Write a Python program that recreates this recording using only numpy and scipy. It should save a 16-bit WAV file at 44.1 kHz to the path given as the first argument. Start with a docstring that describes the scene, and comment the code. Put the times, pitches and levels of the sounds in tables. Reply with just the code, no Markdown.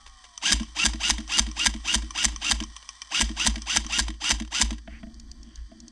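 """A wood, with the microphone close on the body of an electric airsoft rifle: fourteen shots in two strings.
For each shot the motor whirrs up through the gears, the piston slams home and rings the gearbox,
the gun shudders and the trigger springs back. An electric magazine winds and clicks beside it.
Afterwards hands shift the gun, a sleeve brushes it and a few faint ticks sound in the still air."""
import sys
import numpy as np
from scipy import signal
from scipy.fft import rfft, irfft
from scipy.io import wavfile

SR = 44100
rng = np.random.default_rng(int(sys.argv[2]) if len(sys.argv) > 2 else 0)


def dump(signal):
    """Clip the signal to [-1, 1] and save it as 16-bit WAV at the path in sys.argv[1]."""
    limited = np.clip(np.atleast_2d(signal).T, -1, 1)
    pcm = np.round(limited * 32767).astype(np.int16)
    wavfile.write(sys.argv[1], SR, pcm)


N = 260895
TIME = np.arange(N) / SR


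def from_db(db):
    return 10 ** (np.asarray(db) / 20)


def ramp(t, length):
    """From 0 at t = 0 up to 1 at t = length."""
    return np.clip(t / length, 0, 1)


def swell(middle_s, length_s):
    """A smooth rise and fall, as gain."""
    return np.sin(np.pi * ramp(TIME - middle_s + length_s / 2, length_s))


def add(track, start_s, sound):
    """Mix a sound into a track."""
    start = max(round(start_s * SR), 0)
    track[start:start + len(sound)] += sound[:max(N - start, 0)]


def flutter(rate_hz, size):
    """A smooth random wander with an RMS of 1."""
    lowpass = signal.butter(2, rate_hz, fs=SR, output="sos")
    wander = signal.sosfilt(lowpass, rng.standard_normal(size + SR // 10))[-size:]
    return wander / np.sqrt(np.mean(wander ** 2) + 1e-20)


def colour(x, spectrum, resonances=(), size=8192):
    """Minimum-phase filter of unit power: a broad slope lifted by ringing resonances."""
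    hz = np.maximum(np.arange(size // 2 + 1) * SR / size, 1)
    knots, levels = np.transpose(spectrum)
    db = np.interp(np.log(hz), np.log(knots), levels)
    db += sum(lift / (1 + (2 * (hz - centre) / width) ** 2) for centre, width, lift in resonances)
    cepstrum = irfft(np.log(from_db(db)))[:size // 2]
    cepstrum[1:] *= 2
    response = irfft(np.exp(rfft(cepstrum, size)))
    return signal.oaconvolve(x, response / np.linalg.norm(response))[:N]


def bursts(contacts, rise_s):
    """Each contact (start_s, level_db, t60_s) is a dying cluster of tiny impacts."""
    out, t = np.zeros(N), TIME[:SR // 5]
    for s, db, t60 in contacts:
        envelope = from_db(db - 60 * t / t60) * (1 - np.exp(-t / rise_s))
        add(out, s, envelope * rng.choice([-1, 1], len(t)))
    return out


def mode(blows, hz, t60_s, rise_s):
    """One mode rung by soft blows (start_s, level_db)."""
    out, t = np.zeros(N), TIME[:SR]
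    ring = np.sin(2 * np.pi * hz * t) * from_db(-60 * t / t60_s) * (1 - np.exp(-(t / rise_s) ** 2))
    for s, db in blows:
        add(out, s, from_db(db) * ring)
    return out


# The background of the wood: frequency_hz, level_db
AIR_COLOUR = [(240, -22), (400, -41), (558, -14), (660, -23), (1820, 7.5), (2510, -26.5), (4010, -4),
              (4740, 12.5), (5350, -11), (5860, 6), (15000, -68)]

def still_air():
    """A steady, faint hiss lies behind the gun."""
    return from_db(-66) * colour(rng.standard_normal(N), AIR_COLOUR)


# A faint whine before the first shot: pitch_ratio, level_db
FALLING_PARTIALS = [(1, -9), (1.41, -4.5), (1.569, -7.5)]

def falling_whine(start_hz=820, fall_hz_per_s=362, end_s=0.49, fade_s=0.13):
    """Three partials slide down together and fade."""
    phase = 2 * np.pi * np.cumsum(start_hz - fall_hz_per_s * TIME) / SR
    tones = sum(from_db(db) * np.sin(ratio * phase) for ratio, db in FALLING_PARTIALS)
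    return from_db(-56.5) * ramp(end_s - TIME, fade_s) * tones


# Ticks after the last shot: start_s, level_db
TICKS = [(5.1424, -35), (5.1981, -25.5), (5.3147, -25), (5.4306, -32), (5.557, -27.5), (5.8024, -28.5),
         (5.881, -27.5)]
# Their thin tone: frequency_hz, level_db
TICK_COLOUR = [(1000, -28), (3500, -10.5), (4500, 4.5), (6100, 5), (7200, -3), (9500, -16), (11000, -34),
               (15000, -40)]

def faint_ticks():
    """Short, high ticks with a sharp onset."""
    ticks = bursts([(s, db, 0.018) for s, db in TICKS], rise_s=0.00015)
    return from_db(-9.5) * colour(ticks, TICK_COLOUR)


# Hands shifting the gun at the microphone: middle_s, length_s, sway_db, hum_db
SHIFTS = [(.05, 0.49, -51, -72.5), (4.93, 0.19, -40.5, -52), (5.08, 0.33, -44, -50.5),
          (5.3, 0.48, -43, -53), (5.46, 0.25, -56, -52), (5.61, .18, -41.5, -66), (5.82, 0.31, -52, -51.5)]
# The gun's deep sway and the hum of its body: frequency_hz, level_db
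SWAY_COLOUR = [(15, -12), (29, 0.5), (40, -19.5), (54, 6), (66, -7.5), (90, -23), (150, -29), (400, -71)]
HUM_COLOUR = [(60, -31), (130, -15), (195, -15.5), (225, 2.5), (265, -12), (315, -4), (400, -33.5),
              (520, -38), (680, -24), (900, -38.5), (3000, -77)]

def handling():
    """The gun sways and hums as the hands shift it, and as they steady it after each shot."""
    steadying = [(s + 0.088, 0.29, -43.5, -55.5) for s, *_ in SHOTS]   # columns as in SHIFTS
    sway, hum = from_db(-61), from_db(-75)   # hands at rest
    for middle_s, length_s, sway_db, hum_db in SHIFTS + steadying:
        move = swell(middle_s, length_s)
        sway = np.maximum(sway, from_db(sway_db) * move)
        hum = np.maximum(hum, from_db(hum_db) * move)
    return (sway * colour(rng.standard_normal(N), SWAY_COLOUR)
            + hum * colour(rng.standard_normal(N), HUM_COLOUR))


# A sleeve on the gun, close up: middle_s, length_s, level_db, resonance_hz
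RUBS = [(4.945, 0.15, -52, 2360), (5.532, 0.28, -63.5, 3300), (5.588, 0.063, -62, 1710)]
# The tone of a touch on the gun: frequency_hz, level_db
RUB_COLOUR = [(400, -4), (700, -3), (1300, 0), (1900, 8), (2400, -5.5), (3100, 2.5), (4000, -15),
              (9000, -38), (11000, -47.5)]

def sleeve(width_hz=700, lift_db=14):
    """Cloth brushes along the gun in swells of friction noise."""
    out = np.zeros(N)
    for middle_s, length_s, db, hz in RUBS:
        friction = colour(rng.standard_normal(N), RUB_COLOUR, [(hz, width_hz, lift_db)])
        out += from_db(db) * swell(middle_s, length_s) * friction
    return out


# Modes of the gun's body, right by the microphone: pitch_hz, t60_s, level_db
BODY_MODES = [(222.4, 0.095, -24), (313.1, .1, -34), (664.6, 0.047, -30.5)]

def body(blows, delay_s, rise_s, upper_db, spread_db):
    """Blows (start_s, level_db) ring the body; upper_db shifts all modes but the lowest."""
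    out = np.zeros(N)
    for k, (hz, t60_s, mode_db) in enumerate(BODY_MODES):
        gain_db = mode_db + upper_db * (k > 0)
        arrivals = [(s + delay_s, db + gain_db + spread_db * rng.standard_normal()) for s, db in blows]
        out += mode(arrivals, hz, t60_s, rise_s)
    return out


# Hand knocks after the firing: start_s, thud_db, click_db
BUMPS = [(4.875, 3.5, -36.5), (5.03, 1.5, -37.5), (5.067, -1, -55), (5.715, -0.5, -52)]

def hand_bumps():
    """A hand bumps the gun: a click, and a thud in the body."""
    blows = [(s, db) for s, db, _ in BUMPS]
    thuds = body(blows, delay_s=0, rise_s=0.0055, upper_db=-0.5, spread_db=2.5)
    clicks = bursts([(s, db, 0.03) for s, _, db in BUMPS], rise_s=0.00066)
    return from_db(-7) * thuds + colour(clicks, RUB_COLOUR)


# The magazine's ratchet, close by: start_s, level_db
RATCHET = [(0.3767, -25.5), (0.631, -30.5), (1.277, -31), (1.514, -30.5), (2.1064, -25), (2.361, -25.5),
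           (2.637, -25), (2.7646, -25.5), (2.89, -23.5), (3.018, -22), (3.6195, -24), (3.865, -26)]
# Tones of the ratchet and the winder: frequency_hz, level_db
RATCHET_COLOUR = [(100, -8), (450, -12), (700, -11), (1200, 7), (1700, -14), (2700, -3), (4000, -10),
                  (6000, -3.5), (8000, -21.5), (9800, -11.5), (11000, -36), (14000, -48), (15500, -46)]
WINDER_COLOUR = [(100, -13.5), (450, -15), (700, 5), (1200, 8), (1700, 2), (2700, -4.5), (4000, 0.5),
                 (6000, -6), (8000, -12), (9800, -8), (11000, -19.5), (14000, -35), (15500, -45)]
# Resonances of the magazine's box: centre_hz, width_hz, lift_db
MAGAZINE_BOX = [(1077, 140, 12.5), (1895, 240, 16.7), (2350, 96, 13), (3075, 110, 12.5), (3320, 690, 13.6),
                (5160, 1900, 13.4), (5880, 720, 8.2), (6200, 520, 7.3), (7700, 1200, 12),
                (8580, 1500, 14.1)]

def magazine(tighten_s=1.4, stop_s=3.97, fade_db_per_s=45, floor_db=-64.5):
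    """The ratchet snaps over; the winder swells as its spring tightens, then stops, leaving a hiss."""
    snaps = [(s, db + 1.5, 0.011) for s, db in RATCHET]
    tails = [(s, db - 12, 0.05) for s, db in RATCHET]
    ratchet = bursts(snaps + tails, rise_s=0.00015)
    slack = 1 - ramp(TIME, tighten_s)
    winder_db = -53 - 4.5 * slack - fade_db_per_s * np.maximum(TIME - stop_s, 0)
    hiss = from_db(np.maximum(winder_db, floor_db) + 2 * flutter(120, N)) * rng.standard_normal(N)
    return colour(ratchet, RATCHET_COLOUR, MAGAZINE_BOX) + colour(hiss, WINDER_COLOUR, MAGAZINE_BOX)


# The trigger springing back: start_s, click_db, knock_db
TRIGGER_RETURNS = [(0.597, -30.5, 7), (0.934, -29.5, 7), (1.181, -27, 8.5), (1.465, -31.5, 5),
                   (1.739, -31.5, 3), (2.022, -34, 3), (2.319, -39, -8), (2.602, -25, 7.5),
                   (3.291, -32.5, 4), (3.557, -27, 6), (3.846, -34, -0.5), (4.081, -25.5, 4.5),
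                   (4.399, -26.5, 7.5), (4.706, -26, 6.5)]
# Loose parts of the gun: start_s, level_db, t60_s
RATTLES = [(0.063, -38, 0.029), (0.074, -42.5, .04), (.24, -39.5, 0.038), (.25, -44, 0.043),
           (2.826, -38, 0.024), (4.14, -46, 0.025), (4.449, -38.5, 0.025), (4.476, -41, 0.024),
           (4.73, -44, 0.092), (4.781, -42.5, 0.039)]
# The tone of these small parts: frequency_hz, level_db
RATTLE_COLOUR = [(100, -25), (450, 2.5), (700, 3.5), (1200, 3), (1700, -3), (2700, 1.5), (4000, -8.5),
                 (6000, -8.5), (8000, -15), (9800, -7), (11000, -27), (14000, -29), (15500, -32)]

def trigger_and_rattles():
    """The trigger clicks back, bounces and knocks the body; loose parts rattle."""
    clicks = [(s, db, 0.035) for s, db, _ in TRIGGER_RETURNS]
    bounces = [(s + 0.022, db - 7, 0.03) for s, db, _ in TRIGGER_RETURNS]
    clatter = bursts(clicks + bounces + RATTLES, rise_s=0.00057)
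    blows = [(s, db) for s, _, db in TRIGGER_RETURNS]
    knock = from_db(-2.5) * body(blows, delay_s=0.00304, rise_s=0.012, upper_db=6, spread_db=2.5)
    finger_cushion = signal.butter(3, 420, fs=SR, output="sos")
    return colour(clatter, RATTLE_COLOUR, GEARBOX_SHELL) + signal.sosfilt(finger_cushion, knock)


# The body's low growl, heard close: frequency_hz, level_db
GROWL_COLOUR = [(20, -39.5), (60, -16), (130, -11), (225, 1.5), (260, -5.5), (315, 5), (350, -7.5),
                (410, -30), (520, -25.5), (680, -20), (1500, -54.5)]

def springs(main_t60_s=0.27, trigger_t60_s=0.22):
    """The freed main spring and the returning trigger each leave a dying growl in the body."""
    main = [(s - LET_GO_LEAD_S, whirr_db - 36, main_t60_s) for s, _, whirr_db, *_ in SHOTS]
    trigger = [(s, knock_db - 48, trigger_t60_s) for s, _, knock_db in TRIGGER_RETURNS]
    return colour(bursts(main + trigger, rise_s=0.0017), GROWL_COLOUR)


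def recoil():
    """The motor's kick, the spring's release and the slam shake the body; the whole gun bends and sways."""
    blows = [(s, shudder_db) for s, *_, shudder_db in SHOTS]
    kick = from_db(-28) * body(blows, delay_s=-0.099, rise_s=0.0067, upper_db=21.5, spread_db=1.5)
    spring = from_db(-7) * body(blows, delay_s=-0.0215, rise_s=0.003, upper_db=-4.5, spread_db=1)
    slam = from_db(1) * body(blows, delay_s=0.00444, rise_s=0.0031, upper_db=-7, spread_db=2)
    sway = from_db(-21.5) * mode(blows, hz=54.5, t60_s=0.55, rise_s=0.01)
    return kick + spring + slam - sway


# Ahead of the slam the motor starts, then the sector gear picks up the piston and lets it go.
MOTOR_LEAD_S, PICKUP_LEAD_S, LET_GO_LEAD_S = 0.123, 0.077, 0.023

def motor_cycle(start_hz=359.6, climb_hz_per_s=18500, top_hz=1527, sag_hz_per_s=1587, run_down_s=0.1):
    """The tooth-mesh rate climbs, levels off, sags as the spring tightens and runs down after the slam."""
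    t = np.arange(-MOTOR_LEAD_S, 0.17, 1 / SR)   # the slam is at 0
    running_s = t + MOTOR_LEAD_S
    coasting_s = np.maximum(t + LET_GO_LEAD_S, 0)
    drawing_s = np.maximum(t + PICKUP_LEAD_S, 0) - coasting_s
    climb_hz = start_hz + climb_hz_per_s * running_s
    ceiling_hz = top_hz - sag_hz_per_s * drawing_s
    levelled_hz = (climb_hz ** -8 + ceiling_hz ** -8) ** (-1 / 8)   # a soft minimum
    mesh_hz = levelled_hz * np.exp(-np.maximum(t, 0) / run_down_s)
    loaded = ramp(drawing_s, 0.005) - ramp(coasting_s, 0.005)
    effort = ramp(running_s, 0.028) ** 2 * from_db(6.5 * loaded)   # louder while drawing the spring
    return t, mesh_hz, effort, coasting_s


# The whine of the gear teeth: mesh_multiple, level_db
WHINE_HARMONICS = [(1, -3), (2, -2), (3, -6.5), (4, -10)]
# Tones of the whine and the grinding: frequency_hz, level_db
WHINE_COLOUR = [(400, -19), (800, 1), (1100, -2), (1400, -6.5), (1900, -6), (2300, -9), (2550, 3.5),
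                (2850, 4), (3150, -9.5), (4100, -18), (5000, -4), (6200, -0.5), (9000, -9.5)]
GRIND_COLOUR = [(100, -14), (450, -26), (700, -4), (1200, -10), (1700, -10), (2700, 3), (4000, -9),
                (6000, -7), (8000, -15.5), (9800, -10.5), (11000, -28), (14000, -27), (15500, -49)]
# Resonances where the whine sings out, the lower one in the gearbox shell: centre_hz, width_hz, lift_db
WHINE_RESONANCES = [(1626, 110, 5.5), (2784, 170, 3.5)]

def gears(wobble=0.016, roughness=0.44, tooth_depth=0.4, turn_depth=0.07, grain_db=1.5):
    """The motor works against the spring: teeth whine and chop the grinding noise, and the body growls."""
    grind, whine, growl = np.zeros((3, N))
    t, mesh_hz, effort, coasting_s = motor_cycle()
    size = len(t)
    noise_fade, whine_fade = from_db(-158 * coasting_s), from_db(-1499 * coasting_s)
    for slam_s, _, whirr_db, speed, _ in SHOTS:
        tooth_phase = 2 * np.pi * np.cumsum(mesh_hz * speed * (1 + wobble * flutter(240, size))) / SR
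        pinion_turn = 1 + turn_depth * np.sin(tooth_phase / 10)   # ten teeth to a turn
        load = effort * from_db(whirr_db + grain_db * flutter(600, size)) * pinion_turn
        tones = sum(from_db(db) * np.sin(k * tooth_phase) * (1 + roughness * flutter(190, size))
                    for k, db in WHINE_HARMONICS)
        chop = 1 + tooth_depth * np.cos(tooth_phase)
        start_s = slam_s - MOTOR_LEAD_S
        add(grind, start_s, load * noise_fade * chop * rng.standard_normal(size))
        add(whine, start_s, load * whine_fade * tones)
        add(growl, start_s, load * noise_fade * rng.standard_normal(size))
    return (from_db(-33.5) * colour(grind, GRIND_COLOUR, GEARBOX_SHELL)
            + from_db(-40.5) * colour(whine, WHINE_COLOUR, WHINE_RESONANCES)
            + from_db(-54) * colour(growl, GROWL_COLOUR))


# The shots, right at the microphone: slam_s, slam_db, whirr_db, speed_ratio, shudder_db
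SHOTS = [(0.53, 1.5, 3, 1.14, 2.5), (0.8623, 0.7, -0.5, 0.95, 0), (1.107, 0.7, -0.5, 1, -0.5),
         (1.394, 0.1, -1.6, 0.99, 0.5), (1.6686, 1.4, -2, 0.99, -2), (1.9516, 0.5, -2.5, 1, .5),
         (2.2522, 1.2, -2, 0.99, -1), (2.5192, 0.5, -2.1, 0.96, 0), (3.2184, 1, 0.5, 1, 2),
         (3.4727, 1, -1, 1.02, 2), (3.7712, 0.6, -0.8, 1.04, -2), (3.999, -0.5, -1.5, 0.985, 0),
         (4.316, 1.5, -1.4, 1, 0), (4.622, 1, -1, 1.02, 1)]
# In each shot the sector gear picks up and lets go, the piston runs, hits and rebounds,
# and the gears roll back: from_slam_s, clack_db, knock_db, t60_s
CONTACTS = [(-.076, -28, -45, 0.028), (-.024, -23, -47, 0.05), (-.0135, -19, -33.5, 0.023),
            (-.0118, -16.5, -35, 0.012), (-.0078, -9.5, -19.5, 0.019), (-.0007, -6, -36.5, 0.011),
            (.002, -20.5, -40, 0.037), (0.0232, -32, -44, 0.024), (.029, -37.5, -45, 0.1),
            (.068, -49, -48.5, 0.091)]
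# Tones of the hard clack and the hollow knock: frequency_hz, level_db
CLACK_COLOUR = [(100, -0.5), (450, -15.5), (700, -4), (1200, 0.5), (1700, 1), (2700, 0.5), (4000, -4),
                (6000, -1), (8000, -4.5), (9800, 0.5), (11000, -14), (14000, -18), (15500, -22)]
KNOCK_COLOUR = [(60, -41), (200, -19), (450, -15), (670, -4.5), (800, -1.5), (1000, 4.5), (1300, -10),
                (2000, -11.5), (5000, -48.5)]
# Resonances of the gearbox shell: centre_hz, width_hz, lift_db
GEARBOX_SHELL = [(814, 48, 4.5), (1010, 230, 10.5), (1380, 85, 7), (1627, 111, 12.5), (1910, 378, 14.5),
                 (2262, 165, 9), (2883, 610, 8.5), (3220, 350, 14), (3245, 130, -2.5), (3650, 330, 14),
                 (3957, 243, 10.5), (4440, 220, 6), (4854, 760, 14), (5085, 1250, 6), (6136, 780, 17.5),
                 (7240, 550, 13.5), (8100, 980, 11.5), (8720, 2850, 6)]

def piston(scatter_db=1.1):
    """A quick run of contacts around the slam rings the gearbox shell and the hollow receiver."""
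    clacks, knocks = [], []
    for slam_s, slam_db, *_ in SHOTS:
        for from_slam_s, clack_db, knock_db, t60_s in CONTACTS:
            hit_db = slam_db + scatter_db * rng.standard_normal()
            clacks.append((slam_s + from_slam_s, hit_db + clack_db, t60_s))
            knocks.append((slam_s + from_slam_s, hit_db + knock_db, t60_s))
    return (colour(bursts(clacks, rise_s=0.00039), CLACK_COLOUR, GEARBOX_SHELL)
            + colour(bursts(knocks, rise_s=0.00072), KNOCK_COLOUR))


def scene():
    """The rifle close up and the wood behind it, all in the centre."""
    rifle = gears() + piston() + springs() + recoil() + trigger_and_rattles() + magazine()
    hands = handling() + hand_bumps() + sleeve()
    background = falling_whine() + faint_ticks() + still_air()
    mono = rifle + hands + background
    return np.array([mono, mono])


def record(dry, cutoff_hz=15750):
    """The microphone's signal loses its highest treble to a steep low-pass."""
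    return signal.sosfilt(signal.cheby2(14, 60, cutoff_hz, fs=SR, output="sos"), dry)


dry = scene()
out = record(dry)
dump(out)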